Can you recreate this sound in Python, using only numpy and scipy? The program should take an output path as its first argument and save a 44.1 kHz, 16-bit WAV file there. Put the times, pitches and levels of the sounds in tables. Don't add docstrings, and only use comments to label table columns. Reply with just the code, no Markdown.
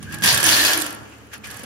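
import sys
import numpy as np
from scipy import signal
from scipy.fft import rfft, irfft
from scipy.io import wavfile
from scipy.ndimage import uniform_filter1d

SR = 44100
rng = np.random.default_rng(int(sys.argv[2]) if len(sys.argv) > 2 else 0)


def transcribe(u):
    v = np.clip(np.atleast_2d(u).T, -1, 1)
    q = np.round(v * 32767).astype(np.int16)
    wavfile.write(sys.argv[1], SR, q)


N = 72765
TIME_S = np.arange(N) / SR

# frequency in Hz, left minus right in dB.
SIDE_DB = [(60, 1), (130, -3), (220, -5), (330, 1.5), (600, 4), (1100, 8), (1700, -2), (2200, -3),
           (2600, 3), (3300, -0.5), (4300, 1.5), (5200, 8), (6300, 1), (7200, 0.5), (8200, -17),
           (10000, -18), (11000, -27), (12300, -22), (13500, -8), (15500, -7)]
# frequency in Hz, left-right correlation.
CORRELATION = [(60, -0.011), (300, 0.76), (700, 0.51), (1400, 0.31), (2500, -0.17), (5000, 0.022),
               (15000, -0.3)]
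# frequency in Hz, level in dB.
HUM_TONES = [(72, -55.5), (109, -53.5), (210, -56), (281, -63)]
# frequency in Hz, gain on the metal sound in dB.
AFTER_RING_GAIN_DB = [(200, -11.5), (500, 0.5), (1200, -2), (2500, -22), (5000, -23.5), (12000, -30)]

# frequency in Hz, relative density in dB.
AIR_SPECTRUM = [(120, -25), (200, 0), (344, -5.5), (427, 1), (708, -11.5), (1780, -11.5), (3730, -21),
                (11400, -28), (15000, -29)]
WHEEL_SPECTRUM = [(25, -26), (45, -13), (70, -8.5), (110, 3.5), (170, -2), (230, -3.5), (400, -29),
                  (1000, -62)]
SIZZLE_SPECTRUM = [(500, -37), (5000, -20), (8000, -12), (10000, 1.5), (12500, -1), (14000, -7), (15700, 2)]
CLANK_SPECTRUM = [(40, -44), (250, -5), (550, -4), (1000, -4.5), (1350, 0), (1700, 0), (2050, -1.5),
                  (2650, 1.5), (3200, -4.5), (3700, -34.5), (6500, -7), (14000, -41)]
CHATTER_SPECTRUM = [(60, -46), (1000, -8), (3000, -9), (6800, -13), (8200, -4.5), (9100, -3), (9800, 5),
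                    (10900, -8), (12200, -3.5), (13500, -15), (16000, -28)]
BASKET_SPECTRUM = [(40, -45), (200, -11.5), (450, -10.5), (900, -5.5), (1300, -8), (2100, -1.5),
                   (2800, -1.5), (3400, 3.5), (3850, -4), (4400, 0), (5200, -1.5), (5800, -2), (7000, -4.5),
                   (7700, -7.5), (9000, -11), (9900, 0.5), (10800, -12), (12200, -2.5), (13300, -18.5),
                   (15600, -17.5)]

# time in seconds, relative level in dB.
WHEEL_LEVEL_DB = [(0.0, -34.5), (0.036, -38), (0.104, -33), (0.206, -37), (0.238, -29.5), (0.936, -49),
                  (1.024, -40.5), (1.046, -56), (1.594, -45), (1.65, -46)]
DRONE_LEVEL_DB = [(0, -57), (0.12, -44.5), (0.42, -40.5), (0.47, -31.5), (0.56, -35), (0.62, -33),
                  (0.70, -37), (0.78, -32.5), (0.92, -47), (1.2, -57), (1.65, -52.5)]
TUBE_LEVEL_DB = [(0, -51), (0.06, -53), (0.075, -39), (0.2, -39.5), (0.24, -30.5), (0.35, -27.5),
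                 (0.41, -28.5), (0.49, -25), (0.55, -32.5), (0.6, -27), (0.72, -28), (0.85, -40.5),
                 (1.0, -67), (1.42, -78), (1.48, -43), (1.65, -52)]
SIZZLE_LEVEL_DB = [(0.2, -70), (0.25, -29), (0.40, -50), (0.47, -19), (0.60, -23), (0.72, -28), (0.80, -56),
                   (0.95, -75)]
# time in seconds, relative level in dB.
APPROACH_DB = [(0.0, -57.5), (0.034, -47), (0.064, -54.5), (0.144, -37), (0.162, -51), (0.216, -46)]
NESTING_DB = [(0.236, -19), (0.284, -16.5), (0.424, -26), (0.462, -16.5), (0.69, -19.5), (0.886, -37.5),
              (1.014, -56.5), (1.136, -56), (1.152, -57.5), (1.302, -64.5), (1.34, -35.5), (1.376, -80),
              (1.392, -75), (1.43, -59)]
ROLLING_ON_DB = [(1.445, -38.5), (1.465, -45), (1.625, -44.5), (1.65, -52)]
# time in seconds, pitch in Hz.
DRONE_PITCH_HZ = [(0.1, 318), (0.5, 308), (0.61, 283), (0.69, 322), (0.79, 321), (0.87, 288.5), (1.6, 282)]
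TUBE_PITCH_HZ = [(0.07, 1643), (0.36, 1670), (0.5, 1700), (0.6, 1760), (0.72, 1684), (1.55, 1697)]

# frequency in Hz, relative level in dB, T60 in seconds.
FRAME_MODES = [(1371, -8, 0.76), (1440, -9, 0.32), (1540, -2, 0.087), (1615, -7.5, 0.1), (1618, -2, 0.15),
               (1695, -5, 0.1), (1726, -9.5, 0.14), (1787, -1.5, 0.076), (1862, -9.5, 0.067),
               (1849, 2, 0.083), (2540, -5, 0.23), (4370, -8.5, 0.24), (4620, -15, 0.38),
               (5140, -16.5, 0.13)]
# start in seconds, relative level in dB, length in seconds, centre in Hz.
WHEEL_THUDS = [(0.229, -31, 0.056, 183), (0.324, -32, 0.04, 120), (0.467, -35.5, 0.037, 91),
               (0.618, -40, 0.028, 68.4), (1.006, -46, 0.039, 108), (1.63, -37.5, .015, 219)]
FRAME_CLANKS = [(0.125, -32.5, .02, 1510), (0.27, -35.5, 0.031, 770), (1.049, -41, .008, 2650),
                (1.118, -42.5, 0.013, 2660), (1.3135, -41, .005, 1800), (1.328, -33, .012, 1830),
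                (1.4365, -32.5, 0.0099, 2290), (1.518, -36, .01, 1000), (1.634, -34, .006, 650)]
WIRE_SCRAPES = [(0.269, -14.5, 0.054, 4740), (0.45, -15.5, .012, 6100), (0.481, -18.5, 0.032, 5170),
                (0.515, -17, 0.057, 4260), (0.586, -20.5, 0.042, 4280), (0.648, -19.5, 0.045, 4500)]
# start in seconds, relative level in dB, length in seconds.
WIRE_CHATTERS = [(0.026, -34, 0.011), (0.125, -29, 0.0045), (0.142, -22, 0.0068), (0.185, -24, 0.0034),
                 (0.209, -33, 0.006), (0.226, -22.5, 0.0077), (0.241, -11, 0.0082), (0.2584, -9.5, 0.011),
                 (0.3255, -12.5, 0.0055), (0.343, -10.5, 0.0074), (0.3754, -12.5, 0.0055),
                 (0.401, -11, 0.0071), (0.428, -11, 0.007), (0.439, -7, 0.0083), (0.4636, -10.5, 0.0077),
                 (0.4876, -11, 0.0028), (0.5187, -12, 0.0064), (0.5677, -13, 0.0051), (0.614, -16, 0.0079),
                 (0.63, -12.5, 0.003), (0.6654, -11.5, 0.006), (0.7173, -12.5, 0.0045),
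                 (0.7748, -11.5, 0.0041), (0.7874, -19, 0.0031), (0.8006, -16.5, 0.0038),
                 (0.8114, -14, 0.0042), (0.8188, -12, 0.0062), (0.842, -20, 0.0038),
                 (0.8636, -15.5, 0.0042), (0.9063, -25.5, 0.0041), (0.9264, -30, 0.006),
                 (0.947, -33, 0.0048), (1.03, -45, 0.0042), (1.097, -48, 0.0086), (1.1204, -56, 0.006),
                 (1.137, -46, 0.006), (1.1837, -46, 0.0042), (1.268, -45.5, 0.0053), (1.337, -31, 0.0048),
                 (1.378, -42, 0.006), (1.469, -30, 0.006), (1.478, -37, 0.0055), (1.511, -27.5, 0.0066),
                 (1.5416, -26.5, 0.006), (1.5662, -29, 0.0091), (1.593, -33.5, 0.0075),
                 (1.633, -31.5, 0.006)]
# time in seconds, relative strength in dB.
BASKET_KNOCKS = [(0.0281, -21), (0.124, -18.5), (0.222, -5.5), (0.238, 4), (0.276, 6), (0.43, -1),
                 (0.490, 5), (0.650, 3.5), (0.733, 4.5), (0.8643, -12), (1.334, -24), (1.442, -20.5),
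                 (1.503, -16.5), (1.639, -20)]

CONTACTS_PER_S, CONTACT_SPREAD_DB = 900, 4.0
BOUNCES_PER_S, BOUNCE_SPREAD_DB = 5000, 3
THIN_WIRE_T60_S, FRAME_SIDE_DB = 0.0078, -3


def from_db(db):
    return 10 ** (np.asarray(db) / 20)


def unit_rms(x):
    return x / np.sqrt(np.mean(x ** 2) + 1e-20)


def in_time(rows):
    return np.interp(TIME_S, *np.transpose(rows))


def at_hz(rows, hz):
    row_hz, value = np.transpose(rows)
    return np.interp(np.log(hz + 1), np.log(row_hz), value)


def pan(side_db):
    gains = from_db(np.array([side_db, -side_db]).reshape(2, -1) / 2)
    return gains / np.sqrt(np.mean(gains ** 2, axis=0))


def high_pass(x, hz):
    return signal.sosfilt(signal.butter(3, hz, "high", fs=SR, output="sos"), x)


def noise(spectrum, panned=True):
    hz = np.fft.rfftfreq(N, 1 / SR)
    mid, side = rfft(rng.standard_normal((2, N)))
    correlation = np.clip(at_hz(CORRELATION, hz), -1, 1)
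    stereo = np.sqrt(1 + correlation) * mid + np.sqrt(1 - correlation) * np.array([side, -side])
    coloured = stereo * from_db(at_hz(spectrum, hz))
    return unit_rms(irfft(coloured * pan(at_hz(SIDE_DB, hz) * panned), N))


def decay(t60_s):
    return unit_rms(from_db(-60 * TIME_S / max(t60_s, 0.001))) / np.sqrt(N)


def burst(start_s, db, length_s, length_over_rise=10.3):
    age = np.maximum(TIME_S - start_s, 0) / max(length_s, 0.001)
    return from_db(db) * np.minimum(age * length_over_rise, 1) * np.exp(-age ** 2)


def contacts(per_s=CONTACTS_PER_S, spread_db=CONTACT_SPREAD_DB):
    touches = rng.random(N) < per_s / SR
    clicks = touches * rng.choice([-1, 1], N) * from_db(spread_db * rng.standard_normal(N))
    local_power = np.abs(uniform_filter1d(clicks ** 2, size=700))
    return clicks / np.sqrt(local_power + 1e-6)


def excite(drive, response):
    return signal.fftconvolve(np.atleast_2d(drive), response, axes=1)[:, :N]


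def resonance(pitch_hz, width_hz):
    pole = np.exp(-np.pi * width_hz / SR)
    slips = np.array([contacts() for ear in range(2)])
    carrier = np.exp(2j * np.pi * np.cumsum(pitch_hz + np.zeros(N)) / SR)
    baseband = (slips + slips.mean(axis=0)) / carrier
    return unit_rms(np.real(carrier * signal.lfilter([1], [1, -2 * pole, pole * pole], baseband)))


def car_park(air_db=-51):
    hum = 0
    for hz, db in HUM_TONES:
        tone = np.sqrt(2) * np.sin(2 * np.pi * (hz * TIME_S + rng.random()))
        hum += from_db(db) * tone * pan(at_hz(SIDE_DB, hz))
    return hum + from_db(air_db) * noise(AIR_SPECTRUM)


def wheels(trim_db=-1.5, thud_width_hz=47):
    out = from_db(in_time(WHEEL_LEVEL_DB) + trim_db) * noise(WHEEL_SPECTRUM)
    for start_s, db, length_s, hz in WHEEL_THUDS:
        out += burst(start_s, db, length_s) * resonance(hz, thud_width_hz) * pan(at_hz(SIDE_DB, hz))
    return out


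def after_ring(metal, t60_s=0.99):
    gain = from_db(at_hz(AFTER_RING_GAIN_DB, np.fft.rfftfreq(N, 1 / SR)))
    diffuse = irfft(rfft(rng.standard_normal((2, N))) * gain, N)
    return excite(metal, diffuse * decay(t60_s))


def stick_slip(drone_trim_db=-1.5):
    tube = from_db(in_time(TUBE_LEVEL_DB)) * resonance(in_time(TUBE_PITCH_HZ), width_hz=140)
    drone_gain = from_db(in_time(DRONE_LEVEL_DB) + drone_trim_db)
    drone = drone_gain * resonance(in_time(DRONE_PITCH_HZ), width_hz=54)
    return tube * pan(FRAME_SIDE_DB) + drone * pan(side_db=2)


def frame_ring(rattle_db, drive_db=-28, db_per_rattle_db=0.92):
    drive = from_db(drive_db + db_per_rattle_db * (rattle_db - rattle_db.max()))
    out = 0
    for hz, db, t60_s in FRAME_MODES:
        phase_rad = rng.uniform(-1.43, 1, (2, 1))
        mode = np.sin(2 * np.pi * hz * TIME_S + phase_rad) * decay(t60_s)
        out += from_db(db) * excite(drive * contacts(), mode)
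    return out * pan(FRAME_SIDE_DB)


def clanks(rattle_db, places=3, drive_db=-28.5, db_per_rattle_db=0.56, focus_db_per_oct=8, t60_s=0.13):
    bed = from_db(drive_db + db_per_rattle_db * (rattle_db - rattle_db.max())) / np.sqrt(places)
    parts = [(bed, CLANK_SPECTRUM)] * places
    for start_s, level_db, length_s, centre_hz in FRAME_CLANKS:
        focused = [(hz, db - focus_db_per_oct * abs(np.log2(hz / centre_hz)))
                   for hz, db in CLANK_SPECTRUM]
        parts.append((burst(start_s, level_db, length_s), focused))
    out = 0
    for drive, spectrum in parts:
        clicks = drive * contacts(2 * CONTACTS_PER_S, BOUNCE_SPREAD_DB)
        out += excite(clicks, noise(spectrum, panned=False) * decay(t60_s))
    return out


def sizzle():
    ticks = from_db(in_time(SIZZLE_LEVEL_DB)) * contacts()
    return excite(ticks, noise(SIZZLE_SPECTRUM) * decay(THIN_WIRE_T60_S))


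def scrapes(width_oct=0.74, t60_s=0.066):
    skirt = [(-3, -60), (-1, -24), (0, 0), (1, -24), (3, -60)]
    out = 0
    for start_s, level_db, length_s, centre_hz in WIRE_SCRAPES:
        wire = noise([(centre_hz * 2 ** (widths * width_oct), db) for widths, db in skirt])
        slips = burst(start_s, level_db, length_s) * contacts(BOUNCES_PER_S, BOUNCE_SPREAD_DB)
        out += excite(slips, wire * decay(t60_s))
    return out


def chatter(wires=8, trim_db=-3.5):
    out = 0
    for wire in range(wires):
        drive = from_db(trim_db) * sum(burst(*row) for row in WIRE_CHATTERS[wire::wires])
        bounces = drive * contacts(BOUNCES_PER_S, BOUNCE_SPREAD_DB)
        out += excite(bounces, noise(CHATTER_SPECTRUM) * decay(THIN_WIRE_T60_S))
    return out


def baskets(rattle_db, places=7, trim_db=1, knock_boost_db=5, crack_db=-3.5):
    crack_gain = from_db(crack_db)
    envelope = np.hypot(decay(t60_s=0.13), crack_gain * decay(t60_s=0.011)) / np.hypot(1, crack_gain)
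    drive = from_db(rattle_db + trim_db) / np.sqrt(places)
    out = 0
    for place in range(places):
        clicks = drive * contacts(CONTACTS_PER_S / places)
        for time_s, db in BASKET_KNOCKS[place::places]:
            clicks[int(time_s * SR)] += from_db(db + trim_db + knock_boost_db)
        out += excite(clicks, noise(BASKET_SPECTRUM) * envelope)
    return out


def scene():
    rattle_db = in_time([*APPROACH_DB, *NESTING_DB, *ROLLING_ON_DB])
    metal = baskets(rattle_db) + clanks(rattle_db) + scrapes() + chatter() + sizzle()
    metal += frame_ring(rattle_db) + stick_slip()
    metal = high_pass(metal, hz=169)
    return metal + after_ring(metal) + wheels() + car_park()


def record(dry, low_cut_hz=55, high_cut_hz=15800):
    clipped = np.clip(high_pass(dry, low_cut_hz), -1, 1)
    hz = np.fft.rfftfreq(2 * N, 1 / SR)
    return irfft(rfft(clipped, 2 * N) / (1 + (hz / high_cut_hz) ** 400))[:, :N]


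dry = scene()
out = record(dry)
transcribe(out)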